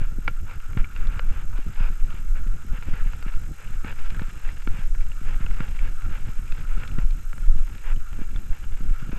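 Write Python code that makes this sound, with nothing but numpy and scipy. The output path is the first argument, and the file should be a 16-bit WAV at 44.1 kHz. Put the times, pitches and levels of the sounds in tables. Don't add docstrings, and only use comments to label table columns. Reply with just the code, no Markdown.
import sys
import numpy as np
from scipy import signal
from scipy.fft import rfft, irfft, next_fast_len
from scipy.io import wavfile
from scipy.ndimage import uniform_filter1d, map_coordinates

SR = 44100
rng = np.random.default_rng(int(sys.argv[2]) if len(sys.argv) > 2 else 0)


def convert_level_to_amplitude(level_db):
    exponent = np.asarray(level_db, float) / 20
    return 10 ** exponent


def transcribe(signal):
    frames = np.atleast_2d(signal).T
    limited = np.clip(frames, -1, 1)
    pcm = np.round(limited * 32767).astype(np.int16)
    wavfile.write(sys.argv[1], SR, pcm)


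N = 404838

# t/s, half length/s, level/dB
HEAVES = [(0, 0.079, -17.5), (0.382, 0.04, -25), (0.798, 0.028, -21), (1.07, 0.069, -18.5),
          (1.273, 0.048, -22.5), (1.51, 0.022, -24), (1.84, 0.069, -16.5), (2.036, 0.03, -19.5),
          (2.42, .11, -18), (2.73, 0.03, -26), (3.027, 0.031, -19), (3.362, 0.017, -10),
          (4.046, 0.089, -19.5), (4.167, 0.018, -18), (4.504, 0.023, -25), (4.866, 0.05, -18.5),
          (5.235, 0.05, -21.5), (5.365, .04, -24), (5.575, 0.086, -22), (5.948, 0.077, -23),
          (6.157, 0.078, -26.5), (6.517, 0.026, -18), (6.748, 0.049, -15.5), (7.034, 0.073, -14.5),
          (7.56, 0.1, -14.5), (8.024, 0.037, -28), (8.367, 0.022, -19), (8.514, 0.013, -12.5),
          (8.885, 0.062, -17)]
# f/Hz, relative density/dB
HEAVE_SPECTRUM = [(1.8, -3), (3.0, 10), (24, 4.5), (35, -7.5), (60, -43.5), (78, -46), (130, -120)]
# t/s, level/dB
ROAD_LEVEL = [(0.0, -38), (0.23, -36), (0.76, -38.5), (1.2, -34.5), (1.76, -38), (4.29, -37.5), (4.96, -40),
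              (5.8, -35.5), (6.62, -37.5), (6.9, -34.5), (7.16, -40), (8.85, -36.5), (9.03, -43),
              (9.18, -28.5)]
# f/Hz, relative density/dB
ROAD_SPECTRUM = [(26, -9), (45, -8.5), (70, -9.5), (111, -16), (254, -32), (329, -33.5), (389, -40.5),
                 (650, -48.5), (840, -49), (1430, -120)]
# t/s, harness rustle level/dB, shell hum level/dB
RUB = [(0, -57, -59), (.9, -54.5, -52.5), (1.2, -54, -51), (1.55, -56.5, -56), (1.8, -51.5, -53.5),
       (2.3, -57.5, -54), (2.9, -54, -53), (3.55, -56.5, -56.5), (4.04, -51.5, -51), (4.55, -53.5, -57.5),
       (5.05, -56, -55.5), (5.5, -54, -50), (5.85, -53.5, -58), (6.05, -52, -51), (6.5, -55.5, -57.5),
       (6.88, -54, -51.5), (7.2, -57, -57.5), (7.8, -56, -55), (8.6, -57.5, -56.5), (9.18, -52.5, -53.5)]
# start t/s, length/s, level/dB, body level re scuff/dB
SCUFFS = [(0, 0.055, -45, -2.5), (.467, .072, -47.5, 4), (0.772, 0.048, -43.5, -23),
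          (0.967, 0.099, -48, -8), (1.072, 0.12, -47, 1.5), (1.217, 0.062, -53, 3), (1.287, .148, -48, -20),
          (1.526, 0.082, -52.5, 8), (1.773, 0.12, -42.5, 3.5), (2.098, 0.12, -54, 3), (2.35, .045, -45, -4),
          (2.724, 0.063, -45.5, -11), (2.865, 0.042, -48.5, -2), (2.926, 0.093, -44, -16),
          (3.045, .05, -48.5, -15), (3.263, 0.039, -44, -7), (3.576, 0.079, -47.5, -10),
          (3.722, 0.044, -50, -9), (3.844, 0.084, -40, -15), (3.96, .088, -51.5, -8), (4.09, .089, -52, -5),
          (4.202, 0.042, -45, -5), (4.294, 0.018, -49.5, -10), (4.418, 0.1, -46.5, -9),
          (4.696, 0.14, -47, -15), (5.249, 0.093, -45, -17), (5.397, 0.051, -45.5, -10),
          (5.586, 0.085, -44.5, -26), (5.811, 0.082, -46, -11), (6.121, 0.067, -44, -7),
          (6.252, 0.057, -50.5, -7), (6.672, 0.093, -48, -3), (6.775, 0.083, -46, -2),
          (6.99, 0.047, -46, 2.5), (7.84, 0.093, -42.5, -17), (8.182, 0.065, -49.5, -13),
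          (8.52, 0.052, -50.5, -12), (9.114, 0.089, -48, 5)]
# t/s, level/dB
HISS_LEVEL = [(0, -64), (2, -62), (2.8, -62.5), (3.5, -61), (5.4, -61), (7.3, -61.5), (9.18, -62.5)]
# f/Hz, relative density/dB
HISS_SPECTRUM = [(2240, -5.5), (3800, -9), (4040, -2.5), (4550, -16), (5000, -3.5), (5930, -4.5),
                 (6370, -1.5), (7590, 1), (11800, -17), (15300, -64), (22000, -120)]
# f/Hz, level/dB
WHINE = [(6449.5, -67.5), (12899, -61.5)]
# nominal peak t/s, level/dB, nominal pitch f/Hz, direction +-1
JOLTS = [(0.017, -23.5, 122, -1), (.186, -25, 240, -1), (0.281, -30, 380, 1), (0.772, -15, 143, -1),
         (1.107, -37, 120, 1), (1.314, -24.5, 121, 1), (1.589, -30, 348, 1), (1.666, -27.5, 205, 1),
         (1.808, -23, 120, -1), (2.144, -27, 118, 1), (2.467, -29, 205, -1), (2.649, -34.5, 248, -1),
         (2.735, -30, 162, -1), (2.886, -27.5, 305, -1), (2.936, -26.5, 161, 1), (3.063, -30, 160, -1),
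         (3.264, -26, 230, -1), (3.513, -29, 205, -1), (3.847, -24.5, 286, -1), (4.123, -31.5, 154, -1),
         (4.218, -22, 206, -1), (4.675, -21.5, 290, 1), (4.792, -26, 120, -1), (5.408, -26, 159, -1),
         (5.449, -30.5, 156, -1), (5.606, -18.5, 190, -1), (6.093, -33, 120, -1), (6.291, -26, 151, -1),
         (6.777, -28, 208, -1), (6.89, -29, 122, -1), (6.986, -18.5, 189, -1), (7.044, -28, 118, -1),
         (7.561, -31.5, 163, 1), (8.191, -28, 274, 1), (8.216, -25.5, 275, 1), (8.358, -30, 154, -1),
         (8.808, -28.5, 211, -1), (8.909, -28.5, 160, 1), (9.028, -27, 160, -1), (9.094, -25.5, 206, -1),
         (9.131, -23.5, 277, -1)]
# t/s, knock level/dB, ring level/dB, ring f/Hz, edge level/dB
CLICKS = [(.278, -14.5, -16, 2300, -61), (.296, -41, -50, 1400, -62), (.51, -33, -54, 2330, -59),
          (.601, -41, -47, 2700, -53), (0.731, -38.5, -47, 2280, -62), (.773, -26, -36, 1840, -60),
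          (0.844, -36, -27.5, 2370, -59), (0.962, -38, -33.5, 2750, -47), (1.07, -37, -44, 2250, -44),
          (1.193, -21.5, -46, 2160, -49), (2.103, -40, -43, 2980, -55), (2.824, -32.5, -36, 2400, -58),
          (2.937, -38, -37, 2000, -56), (3.133, -33.5, -45, 2650, -67), (3.225, -31.5, -41, 1780, -49),
          (3.338, -39, -46, 2710, -58), (3.845, -33, -46, 2380, -50), (4.103, -44, -36, 2370, -43),
          (4.146, -42, -34, 1740, -49), (4.194, -32, -28.5, 1680, -53), (4.219, -34, -45, 2620, -48),
          (4.489, -37, -33, 1980, -60), (4.62, -42, -55, 3000, -50), (4.673, -25, -40, 1830, -61),
          (4.949, -36, -36, 1760, -59), (5.007, -39, -38, 2300, -54), (5.117, -39.5, -35.5, 2850, -67),
          (5.343, -35, -45, 2250, -59), (5.463, -32.5, -31.5, 2600, -60), (5.51, -35, -42, 2200, -54),
          (5.604, -27, -45, 1800, -54), (5.79, -39.5, -31.5, 2320, -60), (6.019, -36.5, -50, 2050, -60),
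          (6.478, -51, -39, 2400, -52), (6.521, -36, -32, 2480, -44), (6.579, -38.5, -43, 1800, -58),
          (6.834, -29.5, -31, 1740, -59), (6.876, -53, -41, 2300, -38.5), (6.914, -46, -37.5, 2770, -58),
          (6.986, -32, -36, 1920, -58), (7.107, -47, -42, 2480, -43), (7.329, -33.5, -50, 2160, -66),
          (7.379, -36, -55, 1980, -63), (7.677, -40.5, -64, 2170, -59), (7.78, -45, -42, 2340, -50),
          (7.961, -51, -39, 2940, -54), (8.129, -35.5, -50, 2300, -61), (8.36, -35, -35.5, 3450, -59),
          (8.639, -39, -43, 2900, -66)]
# t/s, half length/s, f/Hz, width of each of two passes/Hz, level/dB
SWISHES = [(6.41, .07, 8900, 600, -67), (7.37, .08, 8800, 2500, -64), (1.84, .04, 4970, 400, -64)]
# f/Hz, width/Hz, level/dB, sign +-1
CASE_MODES = [(500, 106, -8.5, -1), (853, 300, -9, -1), (1358, 155, -2, 1), (1621, 236, -1.5, -1),
              (2300, 277, -1.5, 1), (2722, 250, -0.5, -1), (3600, 910, -11.5, 1), (4880, 730, -10.5, 1)]

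FRAME_HZ = 48000 / 1001
REST_DB, SWAY_DB = -25, 5.5
SHUDDER_DB, SHUDDER_S, SHAKEN_DB = -14.5, 0.028, -27
BUMPS_PER_S, BUMP_DB, BUMP_HZ = 2, -35, 167


def unit(x):
    return x / np.sqrt(np.mean(x ** 2) + 1e-20)


def curves(rows):
    t_s, *columns = np.transpose(rows)
    return [np.interp(np.arange(N) / SR, t_s, column) for column in columns]


def wobble(rate_hz):
    knots = rng.standard_normal(int(N * rate_hz / SR) + 4)
    return map_coordinates(knots, [np.arange(N) * rate_hz / SR])


def filtered(x, response):
    m = next_fast_len(N + SR // 2)
    return irfft(rfft(x, m) * response(np.fft.rfftfreq(m, 1 / SR)), m)[..., :N]


def coloured(x, spectrum):
    f_hz, db = np.transpose(spectrum)
    return unit(filtered(x, lambda hz: convert_level_to_amplitude(np.interp(np.log(hz + 1), np.log(f_hz + 1), db))))


def steady(x, seconds):
    power = np.abs(uniform_filter1d(x ** 2, int(seconds * SR)))
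    return x / np.sqrt(power + 0.023)


def mode(x, hz, width_hz):
    return filtered(x, lambda f: 1j * f * width_hz / (hz * hz - f * f + 1j * f * width_hz))


def case(x):
    def response(f):
        return sum(np.sign(sign) * convert_level_to_amplitude(db) * 1j * f * width_hz / (hz * hz - f * f + 1j * f * width_hz)
                   for hz, width_hz, db, sign in CASE_MODES)
    return filtered(x, response)


def soft(x):
    return filtered(x, lambda f: 1 / (1 + 1j * f / 4200) ** 3)


def slips():
    size = convert_level_to_amplitude(3.06 * np.minimum(rng.exponential(size=N), 3))
    grains = rng.standard_normal(N) * size * (rng.random(N) < .1)
    clumps = convert_level_to_amplitude(0.62 * wobble(30) + 3.24 * wobble(120))
    return soft(clumps * (unit(grains) + 0.94 * rng.standard_normal(N)))


def body():
    t = np.arange(N) / SR
    swell = sum(convert_level_to_amplitude(db) * np.exp(-((t - s) / half_s) ** 2) for s, half_s, db in HEAVES)
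    shudder = sum(convert_level_to_amplitude(db) * np.exp(-np.abs(t - s) / np.where(t > s, SHUDDER_S, .015)) for s, db, _, _ in JOLTS)
    heave = steady(coloured(rng.standard_normal(N), HEAVE_SPECTRUM), seconds=0.128)
    lumps = convert_level_to_amplitude(5.3 * wobble(14) + 3.06 * wobble(40))
    road = unit(steady(coloured(lumps * rng.standard_normal(N), ROAD_SPECTRUM), seconds=0.25))
    rumble = convert_level_to_amplitude(curves(ROAD_LEVEL)[0] + 0.83 * wobble(8))
    shake = rumble + convert_level_to_amplitude(SHUDDER_DB) * shudder + convert_level_to_amplitude(SHAKEN_DB) * swell
    return (swell + convert_level_to_amplitude(REST_DB + SWAY_DB * wobble(11))) * unit(heave) + shake * road


def straps():
    rub_db, hum_db = curves(RUB)
    drive = convert_level_to_amplitude(3.2 * wobble(40)) * rng.standard_normal(N)
    hum = mode(mode(drive, hz=1460, width_hz=370), hz=1319, width_hz=180)
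    rustle = convert_level_to_amplitude(rub_db + 2.3 * wobble(10)) * unit(case(slips()))
    return rustle + convert_level_to_amplitude(hum_db + 1.33 * wobble(7)) * unit(hum)


def scuffs():
    t, stroke, firm = np.arange(N) / SR, np.zeros(N), np.zeros(N)
    for s, length_s, db, body_db in SCUFFS:
        corners_s = [s - .008, s, s + length_s / 2, s + length_s, s + length_s + 0.0029]
        span = slice(max(round(corners_s[0] * SR), 0), round(corners_s[-1] * SR))
        swell = convert_level_to_amplitude(db + np.interp(t[span], corners_s, [-28, -7.0, -2.0, -6.5, -47]))
        stroke[span] += swell
        firm[span] += swell * convert_level_to_amplitude(body_db)
    drag = steady(soft(unit(slips())), seconds=0.014)
    low_body = unit(mode(drag, hz=980, width_hz=550))
    return convert_level_to_amplitude(2.5) * stroke * unit(case(drag)) + convert_level_to_amplitude(-3.0) * firm * low_body


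def ticks():
    size = convert_level_to_amplitude(3.3 * np.minimum(rng.exponential(size=N), 2.5))
    taps = (rng.random(N) < 50 / SR) * size * np.sign(rng.standard_normal(N))
    return convert_level_to_amplitude(curves(RUB)[0] + 31) * case(soft(taps))


def hiss():
    z = signal.stft(rng.standard_normal(N), nperseg=512)[2]
    field = uniform_filter1d(uniform_filter1d(rng.standard_normal(z.shape), 8, 0), 8, 1)
    patchy = signal.istft(z * convert_level_to_amplitude(0.83 * unit(field)), nperseg=512)[1][:N]
    return convert_level_to_amplitude(curves(HISS_LEVEL)[0] + 3.0) * coloured(patchy, HISS_SPECTRUM)


def whine():
    t = np.arange(N) / SR
    frames = t * FRAME_HZ + .36
    on = uniform_filter1d((frames % 1 < .4) * 1., 20)
    phase_rad = 1.7 * rng.standard_normal(N // 500)[frames.astype(int)]
    tones = sum(convert_level_to_amplitude(db) * np.sin(2 * np.pi * hz * t + phase_rad) for hz, db in WHINE)
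    return np.sqrt(2) * on * convert_level_to_amplitude(0.85 * wobble(66) + 1.1 * wobble(300)) * tones


def jolts():
    t, out = np.arange(SR // 8) / SR, np.zeros(N + SR)
    times_s = np.arange(.3, N / SR - .3, 1 / BUMPS_PER_S)
    luck = rng.standard_normal((99, 4))
    bumps = [(s + .1 * np.tanh(a), BUMP_DB + 3.0 * b, BUMP_HZ * np.exp(0.21 * c), d)
             for s, (a, b, c, d) in zip(times_s, luck)]
    for s, db, hz, direction in list(JOLTS) + bumps:
        turns = 0.93 * hz * t / (1 + 25 * t)
        swing = np.sin(2 * np.pi * turns) * np.exp(-1.2 * turns - t / 0.013) * (1 - np.exp(-t / 0.0012))
        start = round((s - .27 / hz) * SR)
        out[start:][:len(t)] += np.sign(direction) * convert_level_to_amplitude(db + 8.0) * swing
    return out[:N]


def clicks():
    t, blows = np.arange(SR // 25) / SR, np.zeros((3, N + SR))
    shape = (convert_level_to_amplitude(-60 * t / 0.014) + 0.053 * convert_level_to_amplitude(-60 * t / 0.06)) * (1 - np.exp(-t / 0.00082))
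    energy = np.sum(shape ** 2)
    noises = rng.standard_normal((len(CLICKS), 2, len(t)))
    for (s, db, ring_db, hz, edge_db), (chatter, drift) in zip(CLICKS, noises):
        burst = shape * chatter
        burst *= np.sqrt(energy / np.sum(burst ** 2))
        burst[20:40] += np.hanning(20) * np.sqrt(energy / 8)
        ring = shape * np.sin(2 * np.pi * hz * t + 0.12 * np.cumsum(drift))
        gains = convert_level_to_amplitude([[db + 11.5], [ring_db + 8.5], [edge_db + 13.5]])
        blows[:, round(s * SR):][:, :len(t)] += gains * [burst, ring, burst]
    knock, ring, edge = blows
    shell = convert_level_to_amplitude(2.0) * mode(knock, hz=1380, width_hz=41) + convert_level_to_amplitude(-4.0) * mode(knock, hz=517, width_hz=91)
    hard_edge = mode(mode(edge, hz=3580, width_hz=1300), hz=3930, width_hz=5100)
    return case(soft(knock)) + shell + soft(ring[:N]) + hard_edge


def swishes():
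    t, out = np.arange(N) / SR, np.zeros(N)
    for s, half_s, hz, width_hz, db in SWISHES:
        band = mode(mode(rng.standard_normal(N), hz, width_hz), hz, width_hz)
        out += convert_level_to_amplitude(db) * np.exp(-((t - s) / half_s) ** 2) * unit(band)
    return out


def scene():
    thumps = jolts()
    rubbing = straps() + scuffs() + ticks()
    knocks = clicks() + thumps + convert_level_to_amplitude(-5.0) * case(thumps)
    return (body() + rubbing + knocks + hiss() + swishes())[None]


def roll_off(x):
    return signal.sosfilt(signal.butter(12, 14660, fs=SR, output="sos"), x)


def record(dry):
    heard = filtered(dry + whine(), lambda hz: 1 / np.sqrt(1 + (hz / 13250) ** 70))
    return roll_off(heard)


dry = scene()
out = record(dry)
transcribe(out)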